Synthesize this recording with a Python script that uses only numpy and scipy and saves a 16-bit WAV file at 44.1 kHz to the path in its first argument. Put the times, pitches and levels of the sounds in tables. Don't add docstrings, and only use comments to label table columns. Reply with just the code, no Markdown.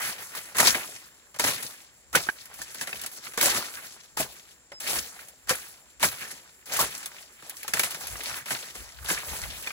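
import sys
import numpy as np
from scipy import signal
from scipy.fft import rfft, irfft
from scipy.io import wavfile
from scipy.ndimage import uniform_filter1d

SR = 44100
rng = np.random.default_rng(int(sys.argv[2]) if len(sys.argv) > 2 else 0)


def natural_amplitude(level_db):
    exponent = np.asarray(level_db, float) / 20
    return 10 ** exponent


def unload_audio(sound):
    columns = np.transpose(np.atleast_2d(sound))
    steps = np.round(np.clip(columns, -1, 1) * 32767)
    wavfile.write(sys.argv[1], SR, steps.astype(np.int16))


N = 428652

# time of the peak in seconds, rise in seconds, hold in seconds,
# crackle drive at the peak in dB, drive of the settling litter in dB.
LEAF_STROKES = [(.369, 0.086, 0.0074, -38.5, -52), (0.603, 0.056, 0.16, -23.5, -26),
                (1.487, 0.1, 0.0023, -23, -35), (2.158, .03, 0, -27.5, -37.5), (2.829, 0.12, 0, -38.5, -50),
                (3.175, 0.036, 0.0021, -42, -52), (3.253, 0.053, 0.036, -38.5, -52),
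                (3.453, .07, 0.06, -22.5, -27.5), (3.566, 0.12, 0.015, -27.5, -40),
                (3.846, 0.1, 0.0098, -39, -46), (4.2, 0.032, 0.0087, -27, -42.5),
                (4.045, .04, 0, -51.5, -63), (4.9, 0.1, 0.044, -30, -38), (4.967, 0.087, 0, -26.5, -37),
                (5.209, 0.044, 0, -42.5, -54), (5.51, 0.027, 0, -24.5, -38.5),
                (6.044, 0.04, 0.0069, -23.5, -34), (6.316, .03, 0, -40.5, -46.5),
                (6.748, 0.083, 0.022, -30.5, -44), (6.805, .025, 0.021, -24, -33),
                (7.77, 0.022, .06, -35, -33), (8.523, 0.066, 0.0026, -29, -36),
                (9.113, 0.085, 0.037, -33, -33), (9.364, 0.25, 0, -32.5, -35.5)]
RISE_DB, SAG_DB_PER_S, DROP_DB_PER_S, SETTLE_DB_PER_S = 15.5, 41.5, 277.5, 59.5

# time in seconds, crackle drive in dB.
STIRRING = [(0, -31.5), (.26, -45.5), (.52, -49), (.7, -76), (2.2, -74), (2.35, -49), (2.54, -52),
            (2.9, -44.5), (3.13, -49), (3.35, -51), (3.8, -42), (4.15, -72), (6.8, -80), (7.15, -47.5),
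            (7.38, -58), (7.46, -47.5), (7.63, -49.5), (8.05, -41.5), (8.2, -39), (8.37, -36), (8.44, -51),
            (8.8, -47.5), (9.04, -52), (9.55, -40.5), (9.72, -46.5)]

# start in seconds, crackle drive in dB,
# brightness in dB per octave (its tilt is limited to 6 either way).
LEAF_BURSTS = [(0.351, -45.5, 4), (.5526, -40, -7), (.5683, -39, 5.5), (0.583, -22, 1), (0.6012, -15.5, -2),
               (0.6704, -19, -1.5), (0.75, -28, -4), (1.343, -41, -4), (1.361, -41.5, -3),
               (1.3956, -21, -1.5), (1.44, -21.5, -3.5), (1.538, -39, -2.5), (1.6254, -39, 2.5),
               (2.1288, -39, -2), (2.1531, -14.5, -2.5), (2.267, -43, -7), (2.455, -48.5, 2.5),
               (2.54, -52, 5), (2.587, -45.5, -14), (2.6174, -37.5, 2.5), (2.745, -39, -0.5),
               (2.8112, -29, -2), (2.872, -32, -3), (2.93, -45, -8), (3.0142, -35.5, 3), (3.0362, -34, -2),
               (3.062, -34, 3), (3.3357, -41, -1), (3.375, -23.5, -3), (3.411, -19.5, -1),
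               (3.4275, -30, 5.5), (3.458, -36, 4), (4.1714, -31, -1), (4.202, -33.5, -8),
               (4.718, -42, -5.5), (4.803, -43.5, 3.5), (4.875, -36, 0.5), (4.895, -40, 3),
               (5.284, -51, 3.5), (5.472, -41.5, -3.5), (5.493, -19, -2.2), (5.997, -41.5, -1),
               (6.028, -22, -1.5), (6.0338, -27, -3.5), (6.6573, -47, 2.5), (6.736, -41.5, 9.5),
               (6.793, -30.5, 0), (6.9776, -49, 8), (7.058, -34.5, 3), (7.423, -48, -5.5), (7.496, -43, 6),
               (7.568, -45, 2), (7.6306, -45, 4.5), (7.6792, -28.5, -1.5), (7.7363, -20, -1.5),
               (7.794, -20.5, 0.5), (7.8326, -23, -1.5), (7.907, -38, 2.5), (7.945, -33.5, -1.5),
               (8.07, -41, 4), (8.235, -41, 4), (8.4577, -37.5, -2.5), (8.5054, -28.5, -6),
               (8.7514, -38.5, -3), (9.045, -40, -2), (9.0848, -42, 6), (9.091, -30.5, -3),
               (9.101, -29, -8.5), (9.625, -47, 3.5), (9.67, -44, -2)]
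SHAKE_T60_S, SHORTER_IF_BRIGHT = 0.069, 0.048

# frequency in Hz, relative level in dB per Hz.
LEAF_COLOUR = [(120, -2.5), (300, -6), (600, -2.5), (1000, -3.5), (2000, 0.4), (2800, 3.5), (4000, 1.5),
               (6500, 3), (10000, 1.5), (15000, -3)]
BRIGHT, BRIGHTER_PER_DB, USUAL_DB = -0.74, 0.0035, -39.5

TICKS_PER_S, TICK_DB, TICK_T60_S, TICK_OCTAVES = 45, 1.5, 0.028, 0.7

# start in seconds, peak level in dB, pitch in Hz.
STALK_KNOCKS = [(0.597, -13, 2030), (0.676, -15, 1030), (1.396, -23, 950), (1.439, -19.5, 1410),
                (2.137, -28, 1380), (2.149, -11, 1496), (2.156, -14, 1710), (2.267, -32, 1410),
                (2.288, -13, 1560), (2.294, -19.5, 1634), (2.616, -29.5, 1770), (2.812, -29, 1700),
                (2.929, -20, 2610), (3.377, -27.5, 470), (3.457, -23.5, 566), (4.172, -25.5, 870),
                (4.2, -21, 642), (4.718, -38, 567), (4.72, -35, 2150), (5.509, -22.5, 521),
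                (6.002, -39, 910), (6.029, -24, 980), (6.79, -18, 1150), (7.646, -37, 860),
                (7.736, -17, 2260), (7.795, -15.5, 2220), (8.156, -27.5, 1950), (8.508, -28, 1970),
                (9.088, -25, 1660), (9.672, -21, 2410), (9.705, -25.5, 2430)]
# ratio to the pitch, starting level in dB, cycles to fall 60 dB.
STALK_TONES = [(1, 0, 42), (1.15, -12, 30), (1.44, -9, 50), (1.8, -12, 50), (2.3, -20, 45), (.6, -24, 20)]

# time in seconds, peak level in dB,
# hold in seconds.
AIR_PUFFS = [(.05, -64, .05), (0.684, -49, 0.042), (1.5, -59, .01), (2.156, -46.5, 0.022),
             (2.603, -55, .01), (2.96, -57, .08), (3.48, -55, 0.11), (4.22, -46.5, .01), (4.98, -48, .01),
             (5.51, -50, 0.025), (6.054, -46.5, .01), (6.82, -46, .01), (7.723, -57, 0.027),
             (8.12, -40.5, 0.0086), (8.296, -53, 0.027), (8.818, -44.5, .01), (9.018, -41, 0.011),
             (9.142, -48, 0.0089), (9.3, -41.5, .03), (9.44, -40, 0.05), (9.574, -50.5, 0.028)]
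SWELL_DB_PER_S, EBB_DB_PER_S, CALM_DB = 210, 182, -69.5
# frequency in Hz, relative gain in dB.
AIR_COLOUR = [(22, -48.5), (42, -3.5), (60, 10.5), (110, -5), (250, -26.5)]

# frequency in Hz, relative level in dB per Hz.
FIELD_COLOUR = [(40, -8), (100, 0), (500, -2), (1200, -8.5), (2000, -5.5), (4000, -7.5), (8500, -3.5),
                (16000, -61.5)]
# centre in Hz, width in Hz, relative level in dB.
INSECT_BANDS = [(7220, 220, -14), (7430, 200, -17.5)]
FIELD_DB, INSECT_DB = -61, -61.5

# start in seconds, length in seconds, pitch in Hz, level in dB.
WHISTLE = (4.725, .075, 5250, -45)

# frequency in Hz, phase lead in radians,
# likeness from 0 to 1, level taken off the right in dB.
RIGHT_AGAINST_LEFT = [(0, 1.8, .45, 4), (95, 1.2, .5, 4), (150, 0, .93, 1), (1000, -.5, .84, -1),
                      (1750, -1.7, .72, -6), (2500, -2.1, .6, 1), (3650, -4.5, .35, 10),
                      (4200, -6.9, .5, 6), (5000, -9.4, .4, 2.5), (6500, -11.6, .45, 4),
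                      (8000, -10.4, .4, 0), (8900, -9.6, .6, -1), (9400, -9.3, .9, -1),
                      (10400, -6.6, .95, 0), (11700, -6.1, .96, 0), (12550, -3.3, .99, 0),
                      (13900, -3.0, .99, 0), (14600, -.1, .99, 0), (17000, .1, .99, 0)]


def evened(x):
    return x / np.sqrt(np.mean(x ** 2) + 1e-20)


def read(points, hz):
    f, value = np.transpose(points)
    return np.interp(np.log(hz + 1), np.log(f + 1), value)


def add(mix, s, sound):
    part = mix[round(s * SR):][:len(sound)]
    part += sound[:len(part)]


def coloured(x, db):
    hz = np.fft.rfftfreq(x.shape[-1], 1 / SR)
    return irfft(rfft(x) * natural_amplitude(db(hz)), x.shape[-1])


def random_hits(per_s, spread_db, most, shape):
    size = natural_amplitude(spread_db * np.minimum(rng.exponential(1, shape), most))
    return size * (rng.random(shape) < per_s / SR)


def dying_away(hits, t60):
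    return signal.lfilter([1], [1, -natural_amplitude(-60 / (t60 * SR))], hits)


def clumps(per_s, spread_db, t60, steady):
    starts = random_hits(per_s, spread_db, 4, N)
    return evened(steady + evened(dying_away(starts, t60)))


def rustle_db():
    t = np.arange(N) / SR
    stir_s, stir_db = np.transpose(STIRRING)
    level = natural_amplitude(np.interp(t, stir_s, stir_db))
    for s, rise, hold, peak_db, litter_db in LEAF_STROKES:
        after = np.maximum(t - s, 0)
        held = np.clip(t - s, 0, max(hold, 0))
        rising_db = RISE_DB * np.minimum(t - s, 0) / max(rise, .01)
        stroke_db = peak_db - SAG_DB_PER_S * held - DROP_DB_PER_S * (after - held)
        settle_db = litter_db - SETTLE_DB_PER_S * after
        stroke = natural_amplitude(rising_db + np.maximum(stroke_db, settle_db)) * (t > s - rise)
        level = np.maximum(level, stroke)
    return 20 * np.log10(level)


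def add_bursts(drive, hz, octaves):
    since = np.arange(SR // 4) / SR
    rise = 1 - np.exp(-since * hz / 0.87)
    snap = natural_amplitude(-13.5 - 60 * since / 0.017)
    for s, burst_db, bright in LEAF_BURSTS:
        tilt_db = np.clip(bright, -6, 6) * octaves
        shake = natural_amplitude(-60 * since / SHAKE_T60_S * np.exp(SHORTER_IF_BRIGHT * bright))
        add(drive, s, natural_amplitude(burst_db + tilt_db) * (snap + shake) * rise)


def crackle(hz, drive):
    cracks = random_hits(hz * .2, 1.33, 5, (2, N))
    signed = evened(cracks) * rng.choice([-1., 1.], (2, N)) * drive
    turns = np.arange(round(12 * SR / hz)) * hz / SR
    grain = np.sin(2 * np.pi * turns) * turns * np.exp(-turns / 0.81)
    width = np.sqrt(hz / 3000 / np.sum(grain ** 2))
    sound = signal.oaconvolve(signed, grain[None], axes=1)[:, :N]
    return sound * natural_amplitude(read(LEAF_COLOUR, hz) - 12.5) * width


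def leaves(count=26):
    level_db = rustle_db()
    bright = BRIGHT + BRIGHTER_PER_DB * (level_db - USUAL_DB)
    shared = clumps(per_s=120, spread_db=7.0, t60=0.26, steady=1.6)
    ticks = natural_amplitude(TICK_DB) * random_hits(TICKS_PER_S, 3.84, 3, N)
    tick_hz = np.exp(rng.uniform(np.log(500), np.log(6000), N))
    drift = rng.standard_normal((count, N // 256 + 2))
    drift = uniform_filter1d(drift, size=9, axis=1)
    drift = evened(uniform_filter1d(drift, size=4, axis=0))
    out = np.zeros((2, N))
    for hz, patch in zip(np.geomspace(100, 15000, count), drift):
        patch_db = 2.75 * np.interp(np.arange(N) / 256, np.arange(len(patch)), patch)
        near = np.exp(-(np.log2(tick_hz / hz) / TICK_OCTAVES) ** 2)
        ticking = dying_away(ticks * near, TICK_T60_S)
        octaves = np.log2(max(hz, 600) / 3000)
        tilt_db = np.clip(bright, -4, 4) * octaves
        drive = natural_amplitude(level_db + tilt_db + patch_db) * (shared + ticking)
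        add_bursts(drive, hz, octaves)
        out += crackle(hz, drive)
    return out


def stalks():
    out = np.zeros((2, N))
    t = np.arange(SR // 8) / SR
    push_fade = natural_amplitude(-60 * t[:SR // 40] / .022)
    for s, peak_db, hz in STALK_KNOCKS:
        push = rng.standard_normal((2, SR // 40)) * push_fade
        ring = np.zeros(len(t))
        for ratio, db, cycles in STALK_TONES:
            turns = t * hz * ratio
            ring += natural_amplitude(db - 60 * turns / cycles) * np.sin(2 * np.pi * turns)
        knocks = signal.fftconvolve(ring[None], push, axes=1)
        for arrival, knock in zip(out, knocks):
            add(arrival, s, natural_amplitude(peak_db) * knock / abs(knock).max())
    return out


def puffs_db():
    t, level_db = np.arange(N) / SR, np.full(N, float(CALM_DB))
    for s, peak_db, hold in AIR_PUFFS:
        swell_db = SWELL_DB_PER_S * (s - t)
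        ebb_db = EBB_DB_PER_S * np.maximum(t - s - hold, 0)
        level_db = np.maximum(level_db, peak_db - np.maximum(swell_db, ebb_db))
    return level_db


def rumble():
    air = coloured(rng.standard_normal((2, N)), lambda hz: read(AIR_COLOUR, hz))
    power = abs(uniform_filter1d(air ** 2, SR // 12, axis=1))
    return natural_amplitude(puffs_db()) * air / np.sqrt(power + 1e-12)


def insect_colour_db(hz):
    power = sum(natural_amplitude(2 * db) / (1 + (2 * (hz - f) / width) ** 4) for f, width, db in INSECT_BANDS)
    return 10 * np.log10(power)


def field():
    hiss = coloured(rng.standard_normal((2, N)), lambda hz: read(FIELD_COLOUR, hz))
    chorus = coloured(rng.standard_normal((2, N)), insect_colour_db)
    return natural_amplitude(FIELD_DB) * evened(hiss) + natural_amplitude(INSECT_DB) * evened(chorus)


def peep():
    s, length, hz, db = WHISTLE
    t, out = np.arange(round(length * SR)) / SR, np.zeros(N)
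    soft_ends = signal.windows.tukey(len(t), .4)
    add(out, s, natural_amplitude(db) * np.sin(2 * np.pi * hz * t) * soft_ends)
    return out


def scene():
    return leaves() + stalks() + rumble() + field() + peep()


def roll_off(x):
    return signal.sosfilt(signal.butter(12, 16990, fs=SR, output="sos"), x)


def record(dry):
    hz = np.fft.rfftfreq(N, 1 / SR)
    at, *columns = np.transpose(RIGHT_AGAINST_LEFT)
    lead, like, left_db = (np.interp(hz, at, c) for c in columns)
    like = np.clip(like, 0, 1)
    left, other = rfft(dry)
    blend = like * left + np.sqrt(1 - like ** 2) * other
    right = blend * np.exp(1j * lead) / natural_amplitude(left_db)
    top = 1 / (1 + (hz / 15900) ** 80)
    mix = irfft(top * np.array([left, right]), N)
    return roll_off(mix)


dry = scene()
out = record(dry)
unload_audio(out)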